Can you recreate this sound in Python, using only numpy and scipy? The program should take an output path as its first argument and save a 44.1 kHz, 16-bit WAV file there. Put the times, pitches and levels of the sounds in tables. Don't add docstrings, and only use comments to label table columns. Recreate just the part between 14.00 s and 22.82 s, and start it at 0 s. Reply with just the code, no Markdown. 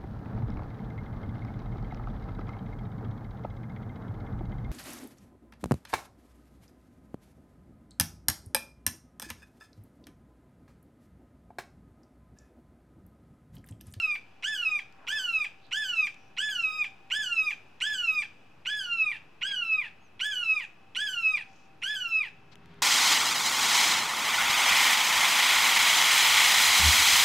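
import sys
import numpy as np
from scipy import signal
from scipy.fft import rfft, irfft, next_fast_len
from scipy.io import wavfile
from scipy.ndimage import uniform_filter1d

SR = 44100
rng = np.random.default_rng(int(sys.argv[2]) if len(sys.argv) > 2 else 0)


def amplitude_ratio(level_db):
    exponent = np.asarray(level_db, float) / 20
    return 10 ** exponent


def persist_wave(psi):
    counts = np.round(np.clip(psi, -1, 1) * 32767).astype(np.int16)
    wavfile.write(sys.argv[1], SR, np.atleast_2d(counts).T)


N = 388962
SIZE = next_fast_len(N + SR, True)


def along(rows, hz):
    f, db = np.transpose(rows)
    return np.interp(np.log(hz + 1), np.log(f), db)


def colour(x, rows):
    size = next_fast_len(x.shape[-1], True)
    gain = amplitude_ratio(along(rows, np.fft.rfftfreq(size, 1 / SR)))
    return irfft(rfft(x, size) * gain, size)[..., :x.shape[-1]]


def level(x, db):
    return x * amplitude_ratio(db) / np.sqrt(np.mean(x ** 2))


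def walk(rate, size=N):
    k = max(int(SR / rate), 2)
    smooth = uniform_filter1d(rng.standard_normal(size), k)
    return level(uniform_filter1d(smooth, k), 0)


def pan(x, db):
    return np.array([x * amplitude_ratio(db / 2), x * amplitude_ratio(-db / 2)])


def place(out, x, s):
    i = int(s * SR)
    return slice(i, i + x.shape[-1]), slice(0, out.shape[-1] - i)


def stages(arch, slide, croak):
    # effort/dB, brightness/dB
    stage_db = [(2.1, 8.5), (3.5, 5), (0.2, 1.5), (4, 3.5), (0.3, 8), (1.8, 4), (0, -0.2), (0.5, -0.5),
                (0.5, 1), (-2.5, 0.6), (-4.5, -4), (-2, -4)]
    start, rise, knee, top_hz, db = arch
    held, shelf, bend, bend_hz, droop_hz = slide
    snap, croak_hz, length, fade_db, bright_db = croak
    slip_s, droop_s, drop_s = 0.025, 0.04, 0.008
    s = [0, rise, (rise + knee) / 2, knee, knee + slip_s, shelf - abs(held), shelf, bend]
    s += [snap - droop_s, snap, snap + drop_s, snap + drop_s + length]
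    hz = [1423, top_hz - 14.2, top_hz, top_hz - 41.6, 1540, 1477, 1435, bend_hz]
    hz += [droop_hz, 1158.6, croak_hz, 764]
    effort_db, shine_db = np.transpose(stage_db)
    is_end = np.arange(len(s)) == len(s) - 1
    effort_db = effort_db + db + fade_db * is_end
    return list(zip(start + np.maximum.accumulate(s), hz, effort_db, shine_db + bright_db))


def scream(rows):
    # lead before the first row t/s, f/Hz, drop under it level/dB, brightness change/dB
    crack = [
        (.017, 766, -8.5, 15.5),
        (0.01514, 830, -16.5, -9.5),
        (0.00828, 1000, 0, -9.5),
        (0.00238, 1350, -11.5, 1.5),
    ]
    order_db = [-0.5, -6.5, -9.5, -14, -18, -13, -16, -12, -17, -12, -29, -6, -15.5]
    # f/Hz, level/dB
    throat = [(700, -41.5), (1600, -12), (2100, 2.5), (2550, 6), (3000, -3), (3500, -12), (4300, -19),
              (5200, -12.5), (6200, -17), (8000, -18.5), (10000, -31), (12500, -29), (15500, -42.5)]
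    # f/Hz, level/dB
    fundamental = [(750, -21.5), (1200, -16), (1400, -10), (1730, -2.5)]
    # f/Hz, level/dB
    breathiness = [(800, -15.5), (1080, -14), (1200, -48.5), (1450, -35.5), (1700, -31)]
    # f/Hz, level/dB
    rasp = [(1200, -22), (1900, -9.5), (2500, 7), (3100, -5), (3800, -17), (5500, -24), (8000, -36),
            (15500, -50)]
    # f/Hz, level/dB
    turn = [(7000, 0), (10000, 4.5), (12500, 2), (15000, -12)]
    turn_s = 4.45

    s, _, db, bright = rows[0]
    rows = [(s - lead, hz, db + under, bright + dull) for lead, hz, under, dull in crack] + rows
    s, *columns = np.transpose(rows)
    t = np.arange(s[0], s[-1], 1 / SR)
    age = t - s[0]
    curves = [uniform_filter1d(np.interp(t, s, c), size=180, mode="nearest") for c in columns]
    hz, effort_db, bright_db = curves

    low = 1 / (1 + np.exp((hz - 1120) / 40))
    jitter = (0.0025 + 0.006 * low) * walk(400, size=len(t))
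    hz = hz * (1 + jitter + 0.0022 * walk(66, size=len(t)))
    phase = 2 * np.pi * np.cumsum(hz) / SR
    gape = 1 + 0.083 * np.exp(-age / 0.069)

    voice = amplitude_ratio(along(fundamental, hz)) * np.sin(phase)
    for k, db in enumerate(order_db, 2):
        flutter_db = 0.68 * min(k, 6) * walk(65, size=len(t))
        gain_db = db * (1 - 0.27 * low) + along(throat, k * hz / gape)
        gain_db = gain_db + bright_db * min((k - 2) / 2, 1.6) + flutter_db
        gain_db = gain_db - 4.0 * max(k - 5, 0) * np.exp(-age / 0.062)
        gain_db = gain_db + along(turn, k * hz) * (s[0] > turn_s)
        can_sound = k * hz < 0.45 * SR
        voice = voice + amplitude_ratio(gain_db) * can_sound * np.sin(k * phase + 6 * rng.random())

    breath = level(colour(rng.standard_normal(len(t)), rasp), 0)
    breath = breath * (1 + 0.42 * np.cos(phase)) * amplitude_ratio(5.1 * walk(70, size=len(t)))
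    slips = np.clip(walk(40, size=len(t)) - 0.6, 0, 1) * np.clip((hz - 1500) / 100, 0, 1)
    voice = voice + amplitude_ratio(-14.5) * slips * np.sin(3 * phase / 2)
    voice = voice + breath * amplitude_ratio(along(breathiness, hz))
    edges = np.clip(np.minimum(age / 0.0015, (s[-1] - t) / 0.0087), 0, 1)
    return s[0], voice * amplitude_ratio(effort_db) * edges


def hawk():
    # start t/s, rise t/s, knee after start t/s, top f/Hz, effort level/dB
    arches = [(-0.208, 0.043, 0.09, 1717, -31.5), (0.442, 0.038, 0.097, 1749, -31.5),
              (1.085, 0.042, 0.089, 1753, -30.5), (1.727, 0.044, 0.103, 1742, -30.5),
              (2.384, 0.042, 0.12, 1728, -30.5), (3.118, 0.042, 0.1, 1736, -30.5),
              (3.82, 0.044, 0.11, 1732, -30.5), (4.668, 0.04, 0.12, 1712, -31),
              (5.428, 0.041, 0.091, 1664, -30.5), (6.211, 0.044, 0.1, 1721, -30.5),
              (6.966, 0.05, 0.1, 1717, -30.5), (7.835, 0.061, 0.11, 1723, -31)]
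    # shelf held t/s, shelf left at t/s, bend at t/s (both after start), bend f/Hz, droop f/Hz
    slides = [(0.0232, 0.18, 0.249, 1291, 1200), (0.04, 0.172, 0.218, 1287, 1217),
              (0.0088, 0.176, 0.27, 1296, 1236), (0.021, 0.193, 0.217, 1354, 1232),
              (-0.009, 0.185, 0.271, 1269, 1246), (0.018, 0.166, 0.266, 1295, 1236),
              (0.025, 0.2, 0.267, 1295, 1224), (-0.006, 0.192, 0.257, 1393, 1226),
              (0.044, 0.179, 0.203, 1354, 1260), (0.051, 0.208, 0.232, 1334, 1253),
              (0.007, 0.181, 0.283, 1299, 1254), (0.015, 0.196, 0.239, 1353, 1281)]
    # voice breaks after start t/s, drops to f/Hz, length t/s, fade/dB, whole scream's brightness/dB
    croaks = [(.361, 750, 0.03, -37, 0.5), (.347, 827, .03, -24, 1), (.359, 842, .03, -14, 1),
              (.341, 813, 0.021, -22, 1), (.457, 842, .032, -15, 0.5), (.387, 874, 0.032, -8, 1),
              (.399, 890, 0.036, -10.5, 1), (.445, 990, .06, -9, -2.5), (.383, 1053, .072, -7, -5),
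              (.385, 1050, .052, -3, -1.5), (.403, 1013, .056, -8, -1), (.393, 1036, .056, -7, -2)]
    # f/Hz, level/dB
    ground = [(500, -12.5), (1300, -2.6), (2700, -1.0), (4000, 3), (7000, -15), (15000, -16.5)]
    # delay t/s, time to fade by 60 dB t/s, level/dB, treble slope/dB per octave
    trees = [
        (.003, 0.19, -5.5, 3.5),
        (0.021, 0.35, -16.5, -0.5),
        (0.049, 2.2, -29.5, 0),
    ]
    # f/Hz, level/dB
    trees_colour = [(500, 5), (2500, -1.5), (4000, 6), (6000, 4), (9000, -2.5), (15000, 1)]
    # f/Hz, left minus right level/dB
    hawk_pan = [(700, 6), (1500, -2), (2600, -2.5), (4400, -3.5), (8000, 5.5), (12000, 5.5), (15000, 3.5)]

    lead = SR
    calls = np.zeros(SIZE)
    for plan in zip(arches, slides, croaks):
        s, voice = scream(stages(*plan))
        into, _ = place(calls, voice, s + 1)
        calls[into] += voice

    f = np.fft.rfftfreq(len(calls), 1 / SR)
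    comb_hz = np.array([[171.7], [171.5]])
    ground_shift_hz = 19
    bounce = amplitude_ratio(along(ground, f)) * np.exp(-2j * np.pi * (f - ground_shift_hz) / comb_hz)
    near = irfft(rfft(calls) * (1 + bounce) * pan(0.84, along(hawk_pan, f)), len(calls))

    t = np.arange(2 * SR) / SR
    scatter = 0
    for delay, t60, db, treble_db in trees:
        mid, side = colour(rng.standard_normal((2, len(t))), [(3000, 0), (12000, 2 * treble_db)])
        tail = np.array([mid + 0.74 * side, mid - 0.17 * side])
        tail = tail * (t > delay) * 1000. ** (-t / t60)
        scatter = scatter + amplitude_ratio(db) * tail / np.sqrt(np.sum(tail ** 2) / 2)
    wet = signal.fftconvolve(colour(calls, trees_colour)[None], scatter, axes=1)[:, :len(calls)]
    return (near + wet)[:, lead:lead + N]


def motor(t):
    # f/Hz, level/dB
    tones = [(80.5, -9), (123.8, -8), (161.5, -3), (177.6, -4.5), (242.2, -9), (322, -14), (403.7, -5.5),
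             (942, -13.5), (1120, -19), (1281, -19)]
    # f/Hz, level/dB
    rumble_colour = [(40, -19), (100, -3), (170, -2.5), (300, -10), (600, -30), (1500, -12.5), (4000, -36),
                     (9000, -66)]
    # t/s, level/dB
    fade = [
        (8.0, -73),
        (8.3, -67.5),
        (8.55, -60),
        (8.82, -54.5),
    ]
    start = int(7.9 * SR)
    t = t[start:]
    lines = 0
    for hz, db in tones:
        wander_db = 0.98 * walk(6, size=len(t))
        lines = lines + amplitude_ratio(db + wander_db) * np.sin(2 * np.pi * (hz * t + rng.random()))
    rumble = colour(rng.standard_normal(len(t)), rumble_colour)
    drone = level(lines, 0) + level(rumble, -4)
    drone = drone * amplitude_ratio(np.interp(t, *np.transpose(fade), left=-120))
    return pan(np.pad(drone, (start, 0)), 0.35)


def rustles():
    # t/s, length t/s, centre f/Hz, width f/Hz, level/dB, left minus right level/dB
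    brushes = [
        (0.903, 0.44, 1080, 1210, -56, -1),
        (1.607, 0.1, 3940, 900, -67, -11),
        (2.11, 0.23, 5800, 507, -74, -3),
        (7.435, 0.29, 5600, 2160, -70.5, 2),
        (8.513, 0.034, 3320, 3250, -58.5, 7),
        (8.554, 0.35, 2000, 3170, -64, 0),
    ]
    sounds = []
    for s, length, hz, width, db, pan_db in brushes:
        size = int(length * SR)
        band = [(max(hz - 2 * width, 60), -30), (hz - width / 2, -3), (hz, 0), (hz + width / 2, -3)]
        band += [(hz + 2 * width, -30), (hz + 5 * width, -70)]
        grains = rng.standard_normal((2, size)) * amplitude_ratio(1.8 * walk(150, size=size))
        brush = level(colour(grains + grains[0], band), db)
        sounds.append((s, brush * np.hanning(size) ** 0.5 * pan(np.ones(1), pan_db)))
    return sounds


def ticks():
    # t/s, peak level/dB, centre f/Hz, left minus right level/dB
    snaps = [
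        (0.9254, -52, 4800, 14),
        (1.6674, -50, 3665, -5),
        (2.1444, -41, 3160, -2),
        (3.077, -57, 2900, -10),
        (6.0734, -58, 3860, -7),
        (7.751, -62, 3970, -14),
        (8.5563, -37, 2960, 11),
        (8.659, -41, 2410, 6),
        (8.743, -48.5, 3220, 4),
    ]
    t = np.arange(256) / SR
    sounds = []
    for s, db, hz, pan_db in snaps:
        noise = uniform_filter1d(rng.standard_normal(len(t)), size=3)
        snap = (np.sin(2 * np.pi * hz * t) + 0.5 * noise) * np.exp(-t / 0.0003)
        sounds.append((s, pan(amplitude_ratio(db) * snap, pan_db)))
    return sounds


def small_bird():
    # t/s, f/Hz, level/dB
    chirp_path = [
        (6.005, 6432, -79),
        (6.033, 6613, -77),
        (6.053, 6360, -72),
        (6.081, 5836, -74),
        (6.089, 5968, -82),
    ]
    s, hz, db = np.transpose(chirp_path)
    t = np.arange(s[0], s[-1], 1 / SR)
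    phase = 2 * np.pi * np.cumsum(np.interp(t, s, hz)) / SR
    chirp = np.sqrt(2) * amplitude_ratio(np.interp(t, s, db)) * np.sin(phase)
    return [(s[0], pan(chirp * np.hanning(len(t)) ** 0.15, 0.1))]


def small_sounds():
    out = np.zeros((2, N))
    for s, x in rustles() + ticks() + small_bird():
        into, kept = place(out, x, s)
        out[:, into] += x[:, kept]
    return out


def hum(t):
    # t/s, level/dB
    hum_path = [(0.0, -76), (0.7, -68), (1.2, -69.5), (2.6, -71), (2.92, -66.5), (3.9, -80), (5.36, -79),
                (7.5, -69), (8.82, -74.5)]
    db = np.interp(t, *np.transpose(hum_path)) + 2.6 * walk(17)
    hz = 778.5 + 2.0 * walk(4.16)
    tone = np.sin(2 * np.pi * np.cumsum(hz) / SR)
    return pan(np.sqrt(2) * amplitude_ratio(db) * tone, 3.0)


def traffic():
    # f/Hz, level/dB per Hz
    road = [(20, -22.5), (40, -32.5), (63, -9.5), (120, -5.5), (250, -8.5), (580, -15), (800, -12.5),
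            (1400, -17), (2200, -23), (3600, -29.5), (5800, -35.5), (9000, -44.5), (13000, -44.5),
            (15500, -56.5)]
    # f/Hz, level/dB
    road_side = [(25, -26.5), (125, -22), (250, -13.5), (600, -2.5), (1400, -8.5), (5000, -3.5),
                 (15000, -19.5)]
    # f/Hz, left minus right level/dB
    road_pan = [(60, 1), (200, 0.5), (700, 3), (1300, 0.5), (2400, -1.5), (15000, 0)]
    f = np.fft.rfftfreq(SIZE, 1 / SR)
    mid, side = rfft(rng.standard_normal((2, SIZE))) * amplitude_ratio(along(road, f))
    side = side * amplitude_ratio(along(road_side, f))
    both = np.array([mid + side, mid - side]) * pan(1, along(road_pan, f))
    out, swell = 0, walk(1.0)
    for octave in range(4, 16, 2):
        share = np.clip(1 - np.abs(np.log2(f + 1) - octave) / 2, 0, 1)
        flicker = 0.21 * walk(0.78)
        out = out + irfft(both * share, SIZE)[:, :N] * amplitude_ratio(0.5 * swell + flicker)
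    return level(out, -60.5)


def scene():
    t = np.arange(N) / SR
    return hawk() + motor(t) + small_sounds() + hum(t) + traffic()


def band_limit(x):
    return signal.sosfilt(signal.butter(12, 15650, fs=SR, output="sos"), x)


def record(dry):
    top_cut = signal.ellip(8, 0.2, 60, 15400, fs=SR, output="sos")
    mix = signal.sosfilt(top_cut, dry) - 0.0017
    return band_limit(mix)


dry = scene()
out = record(dry)
persist_wave(out)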